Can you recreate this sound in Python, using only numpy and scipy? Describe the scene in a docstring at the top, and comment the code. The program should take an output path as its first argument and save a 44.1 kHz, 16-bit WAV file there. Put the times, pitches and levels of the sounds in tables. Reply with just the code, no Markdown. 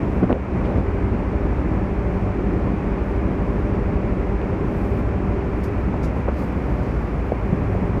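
"""The open deck of a ferry under way in calm water. From the start a big diesel throbs in the funnel,
ducts drone, ventilators roar and hum, and wind tumbles over the microphone. In the first half second a
hand knocks on the camera amid hard buffets and a pop of air. A buffet and a knock follow, then a second
pop at 4.4 s. Cloth rustles close by as the camera turns past the funnel and the drone sinks, until
7.2 s; it returns under the last knocks and buffets."""
import sys
import numpy as np
from scipy import signal
from scipy.fft import rfft, irfft
from scipy.io import wavfile

SR = 44100
rng = np.random.default_rng(int(sys.argv[2]) if len(sys.argv) > 2 else 0)


def unload_wav(signal):
    """Save mono or channel-first audio to the path in sys.argv[1] as 16-bit WAV at rate SR, clipped to [-1, 1]."""
    wavfile.write(
        sys.argv[1],
        SR,
        np.round(np.clip(np.atleast_2d(signal).T, -1, 1) * 32767).astype(np.int16),
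    )


N = 352800
TIME = np.arange(N) / SR


def diesel(cycle_hz=4.2165, first_throb_s=0.01532):
    """Harmonic series: every third order is locked to the firing; unequal cylinders add the rest."""
    # exhaust harmonics: multiple of the cycle rate, level/dB
    orders = [(8, -46), (9, -41), (11, -42), (12, -30), (13, -37.5), (14, -38.5), (15, -29.5), (16, -45),
              (17, -38), (19, -46), (20, -45), (23, -47), (24, -35), (27, -47)]
    cycles = cycle_hz * (TIME - first_throb_s) + 0.0045 * drift(0.84)
    out = np.zeros(N)
    for order, level_db in orders:
        offset = rng.random() * (order % 3 > 0)  # orders left in phase beat together as the throb
        out += partial(order * cycles + offset, level_db, waver_db=2.5)
    return out


def ducts():
    """Air-column resonance: gas flow sets funnel and ducts droning around the notes of the blowers."""
    # blower tones: f/Hz, level/dB
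    tones = [(189.5, -39.5), (394, -40), (405.5, -41)]
    # modes of funnel and ducts: f/Hz, bandwidth/Hz, level/dB
    modes = [(177, 11, -41.5), (188.5, 10, -36.5), (199.8, 8, -38.5), (232.9, 8.8, -41.5),
             (298.6, 10.3, -40), (319.2, 10.2, -40), (362, 24, -38.5), (402.3, 18.5, -43.5),
             (589.1, 14, -44.5), (730, 15, -49), (808, 12, -52.5), (1006, 75, -55)]
    blowers = sum(partial(hz * TIME + 0.19 * drift(2.8), db, waver_db=1.5) for hz, db in tones)
    return blowers + sum(from_db(db) * resonant_noise(hz, width) for hz, width, db in modes)


def ventilators(hum_db, shaft_hz=29.65, rush_db=-28):
    """Fan noise: shaft and blades hum at harmonics of the rotation, within a broadband rush of air."""
    # hum: multiple of the shaft rate, level/dB
    harmonics = [(1, -42.5), (3, -37), (4, -38.5), (9, -40), (20, -50), (27, -55.5)]
    # spectrum of the rush: f/Hz, relative density/dB
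    rush = [(22, -11), (40, 3), (80, 11.5), (150, 0), (220, 3), (380, 0), (480, 0), (680, -5.5), (1000, -6),
            (1600, -13.5), (2400, -16.5), (3000, -28.5), (3800, -37.5), (5500, -40), (9000, -50),
            (15000, -62)]
    turns = shaft_hz * TIME + 0.017 * drift(1.3)
    hum = sum(partial(order * turns + rng.random(), db, waver_db=2.1) for order, db in harmonics)
    return from_db(hum_db) * hum + from_db(rush_db) * coloured_noise(rush)


def wind(breeze_db=-27, wander_db=0.5, lumpy_db=2.0):
    """Turbulent pressure: eddies pass the microphone in lumps whose size follows gusts and lulls."""
    # spectrum of the turbulence: f/Hz, relative density/dB
    turbulence = [(20, -26), (45, -0.5), (90, -1), (200, -2), (350, -9), (600, -15), (1200, -29),
                  (3000, -51)]
    # gusts (+) and lulls (-): t/s, change/dB, half length/s
    gusts = [(0.425, -22, 0.037), (0.758, 5.5, 0.18), (0.876, -17, 0.036), (5.65, -4, 0.33),
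             (6, 4.5, 0.081), (6.78, 3, 0.11), (7.288, -11, 0.06), (7.723, -3, 0.08), (7.99, 5, 0.05)]
    level_db = breeze_db + wander_db * drift(2.5)
    level_db += sum(change_db * swell(s, length) for s, change_db, length in gusts)
    return from_db(level_db + lumpy_db * drift(13.5)) * coloured_noise(turbulence)


def buffets(flutter=0.28, sag_octaves=0.19):
    """Forced vibration: a strong eddy drives the membrane in uneven swings that slow as it passes."""
    # strong eddies: t/s, level/dB, f/Hz, half length/s, puff against the swings/dB
    eddies = [(0.235, -9.5, 235, 0.0094, -12), (0.314, -16.5, 250, 0.016, -4),
              (0.357, -25.5, 587, 0.022, -9), (1.141, -18.5, 215, 0.018, -20),
              (6.289, -30.5, 406, 0.0078, 9.5), (7.532, -9.5, 175, 0.0064, -19),
              (7.83, -13, 185, 0.015, -24)]
    # puff of finer turbulence: f/Hz, relative density/dB
    puff_spectrum = [(200, 7.5), (600, 9), (1200, -6), (2500, -20), (4000, -41), (10000, -63)]
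    puff = coloured_noise(puff_spectrum)
    unevenness = np.exp(flutter * np.tanh(drift(220)))
    out = np.zeros(N)
    for s, level_db, hz, length, puff_db in eddies:
        sag = 2 ** (-sag_octaves * np.tanh((TIME - s) / length))
        cycles = np.cumsum(hz * sag * unevenness) / SR
        cycles -= np.interp(s, TIME, cycles)  # centre a trough on the eddy
        pressure = from_db(puff_db) * puff - np.cos(2 * np.pi * cycles)
        out += from_db(level_db) * swell(s, length) * pressure
    return out


def pops(dull_hz=620, snap_hz=1750, tick_hz=6000, port_hz=2980, port_t60_s=0.0067):
    """Impulse excitation: air slaps with a snap and a one-sided pulse, and the microphone port rings."""
    # slaps of air: t/s, level/dB
    slaps = [(0.328, -3), (4.416, -13.5)]
    out = np.zeros(N)
    for s, level_db in slaps:
        age = np.maximum(TIME - s, 0)
        rise = 2 * np.pi * dull_hz * age
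        pulse = (rise / 3) ** 3 * np.exp(3 - rise)
        port = from_db(-27 - 60 * age / port_t60_s) * np.sin(2 * np.pi * port_hz * age)
        snap = from_db(-11) * swing(s, snap_hz, cycles=0.31)
        tick = from_db(-31) * swing(s, tick_hz, cycles=0.31)
        out += from_db(level_db) * (pulse - port + snap + tick)
    return out


def knocks(cycles=0.69, edge_ratio=2.7, edge_db=-22):
    """Heavy damping: the held camera body answers each touch with one swing and a faint hard edge."""
    # contacts of the hand: t/s, level/dB, f/Hz
    contacts = [(.2243, -13, 230), (.2301, -7.5, 317), (.2328, -17.5, 1250), (.2412, -6.5, 189),
                (.296, -15, 950), (.3022, -13, 400), (.3058, -6, 490), (.3118, -20, 1100),
                (.3175, -13, 560), (.3221, -16, 304), (1.528, -20, 700), (5.942, -16, 715),
                (6.281, -17, 900), (6.2865, -16.5, 450), (6.292, -17, 560), (7.3215, -6, 533),
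                (7.328, -16, 240), (7.752, -16, 536)]
    out = np.zeros(N)
    for s, level_db, hz in contacts:
        edge = from_db(edge_db) * swing(s, edge_ratio * hz, cycles)
        out += from_db(level_db) * (swing(s, hz, cycles) + edge)
    return out


def cloth(rest_db=-83.5, grain_db=2.0, uneven_db=0.9, sheen_hz=11000, relative_width=0.56):
    """Stick-slip friction: fibres catch and let go, hissing in slow rubs and a few quick brushes."""
    # spectrum of the rubbing: f/Hz, relative density/dB
    hiss = [(2000, -5.5), (4500, 1), (9000, -4.5), (11000, -6.5), (12500, -2), (14000, -4), (15000, -5.5)]
    # slow rubs: t/s, level/dB, half length/s
    rubs = [(0.16, -66, .07), (1.77, -74, .16), (2.16, -71, .09), (3.1, -70, .1), (3.58, -71, 0.16),
            (4.84, -63.5, 0.19), (4.98, -64, .04), (5.25, -74, .04), (5.6, -67, 0.09), (5.8, -71, .1),
            (6.18, -66, .04), (6.416, -61, 0.075), (6.8, -68.5, 0.5), (7.28, -69, .08), (7.7, -71, 0.52)]
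    # brushes: t/s, level/dB, rise/s, fall/s, centre f/Hz, sheen against the brush/dB
    brushes = [(.66, -49.5, 0.022, 0.024, 2500, -33), (5.641, -50.5, .005, 0.023, 5400, -4),
               (6.048, -50.5, 0.018, 0.02, 5400, -10), (6.40, -58, .05, .07, 3900, -14),
               (6.63, -64, .06, .1, 3900, -20), (6.85, -61.5, .08, .12, 4600, -17),
               (7.1, -68, .1, .3, 3700, -18.5)]
    rub_power = from_db(rest_db) ** 2
    rub_power += sum((from_db(db) * swell(s, length)) ** 2 for s, db, length in rubs)
    out = np.sqrt(rub_power) * from_db(uneven_db * drift(14)) * coloured_noise(hiss)
    sheen = resonant_noise(sheen_hz, relative_width * sheen_hz)
    for s, level_db, rise, fall, hz, sheen_db in brushes:
        stroke = np.exp(-(np.minimum(TIME - s, 0) / rise) ** 2 - np.maximum(TIME - s, 0) / fall)
        brush = resonant_noise(hz, relative_width * hz) + from_db(sheen_db) * sheen
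        out += from_db(level_db) * stroke * brush
    return out * rms_one(from_db(grain_db * drift(150)))


def shell(rubbing):
    """Structural resonance: the thin camera shell lifts a few narrow bands of whatever rubs on it."""
    # shell modes: f/Hz, bandwidth/Hz, lift/dB
    modes = [(4850, 380, 2.5), (5750, 300, 1.2), (8300, 450, 2.5), (10500, 400, 4.5), (11300, 400, 2.5)]
    out = rubbing.copy()
    for hz, width, lift_db in modes:
        band = signal.lfilter(*signal.iirpeak(hz, hz / width, fs=SR), rubbing)
        out += (from_db(lift_db) - 1) * band
    return out


def partial(cycles, level_db, waver_db):
    """Amplitude modulation: moving air makes the level of one machine tone waver."""
    return np.sqrt(2) * from_db(level_db + waver_db * drift(0.6)) * np.cos(2 * np.pi * cycles)


def coloured_noise(spectrum):
    """Spectral shaping: noise of rms 1 follows the given spectrum and rolls off beyond its ends."""
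    hz, level_db = np.transpose(spectrum)
    bins = np.maximum(np.arange(N // 2 + 1) * SR / N, 1)
    gain = from_db(np.interp(np.log(bins), np.log(hz), level_db))
    ends = np.minimum(bins / hz[0], 1) ** 2 * np.minimum(hz[-1] / bins, 1) ** 2
    return rms_one(irfft(rfft(rng.standard_normal(N)) * gain * ends, N))


def resonant_noise(hz, width):
    """Random excitation of one resonance with steep skirts; rms 1."""
    edges = np.clip([hz - width / 2, hz + width / 2], 10, .45 * SR)
    band = signal.butter(2, edges, "band", fs=SR, output="sos")
    return rms_one(signal.sosfilt(band, rng.standard_normal(N)))


def drift(hz):
    """Low-pass noise: a random fluctuation with a spread of about 1."""
    step, settle = 40, 2000  # samples per point; points for the filter to settle
    pole = np.exp(-2 * np.pi * step * hz / SR)
    white = rng.standard_normal(N // step + settle + 2)
    slow = signal.lfilter([1], [1, -2 * pole, pole * pole], white)[settle:]
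    return np.interp(np.arange(N) / step, np.arange(len(slow)), rms_one(slow))


def swell(s, half_length):
    """Gaussian envelope: 1 at time s, 1/e a half length to either side."""
    return np.exp(-((TIME - s) / half_length) ** 2)


def swing(s, hz, cycles):
    """Wave packet: one push and rebound of height 1, its half length given in cycles."""
    return -swell(s, cycles / hz) * np.cos(2 * np.pi * hz * (TIME - s))


def from_db(db):
    """Decibel law: 20 dB is a tenfold amplitude."""
    return 10 ** (np.asarray(db) / 20)


def rms_one(x):
    """Normalisation to unit power."""
    return x / np.sqrt(np.mean(x ** 2) + 1e-20)


def gain_control(x, threshold_db, share, release_db_per_s, attack_hz):
    """Compression: loud peaks push the gain down by a share of their excess; it creeps back up."""
    over_db = share * np.maximum(20 * np.log10(np.abs(x) + 1e-9) - threshold_db, 0)
    release_db = release_db_per_s * TIME
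    held_db = np.maximum.accumulate(over_db + release_db, axis=-1) - release_db
    pole = np.exp(-2 * np.pi * attack_hz / SR)
    return x * from_db(-signal.lfilter([1 - pole], [1, -pole], held_db))


def scene():
    """Superposition: ship, wind, handling and cloth add at one microphone."""
    # gain of the duct drone, lower once the camera has turned past the funnel: t/s, gain/dB
    facing = [(0, 1.5), (.45, -1), (2, 2), (5.4, 2.05), (6.2, -1.5), (7.2, -5), (8, 1)]
    # brief dips of the throb: t/s, depth/dB
    dips = [(.42, 8), (4.56, 17), (6.45, 10), (7.5, 2.5)]
    facing_db = np.interp(TIME, *np.transpose(facing))
    dip_db = sum(depth_db * swell(s, half_length=0.096) for s, depth_db in dips)
    throb_db = -0.3 + 0.29 * facing_db - dip_db  # throb and hum follow the turn only in part
    hum_db = -1.7 + 0.51 * facing_db
    ship = from_db(throb_db) * diesel() + from_db(facing_db) * ducts() + ventilators(hum_db)
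    air = wind() + buffets() + pops()
    return (ship + air + knocks() + shell(cloth()))[None]


def record(dry, cutoff_hz=15300, fade_s=0.004):
    """Compression and band limiting: peaks are held down, the ends softened and the top cut."""
    held = gain_control(dry, threshold_db=-7, share=.55, release_db_per_s=10, attack_hz=12)
    ends = np.minimum(np.minimum(TIME, TIME[::-1]) / fade_s, 1)
    low_pass = signal.ellip(10, .2, 80, cutoff_hz, fs=SR, output="sos")
    return signal.sosfilt(low_pass, held * ends)


dry = scene()
out = record(dry)
unload_wav(out)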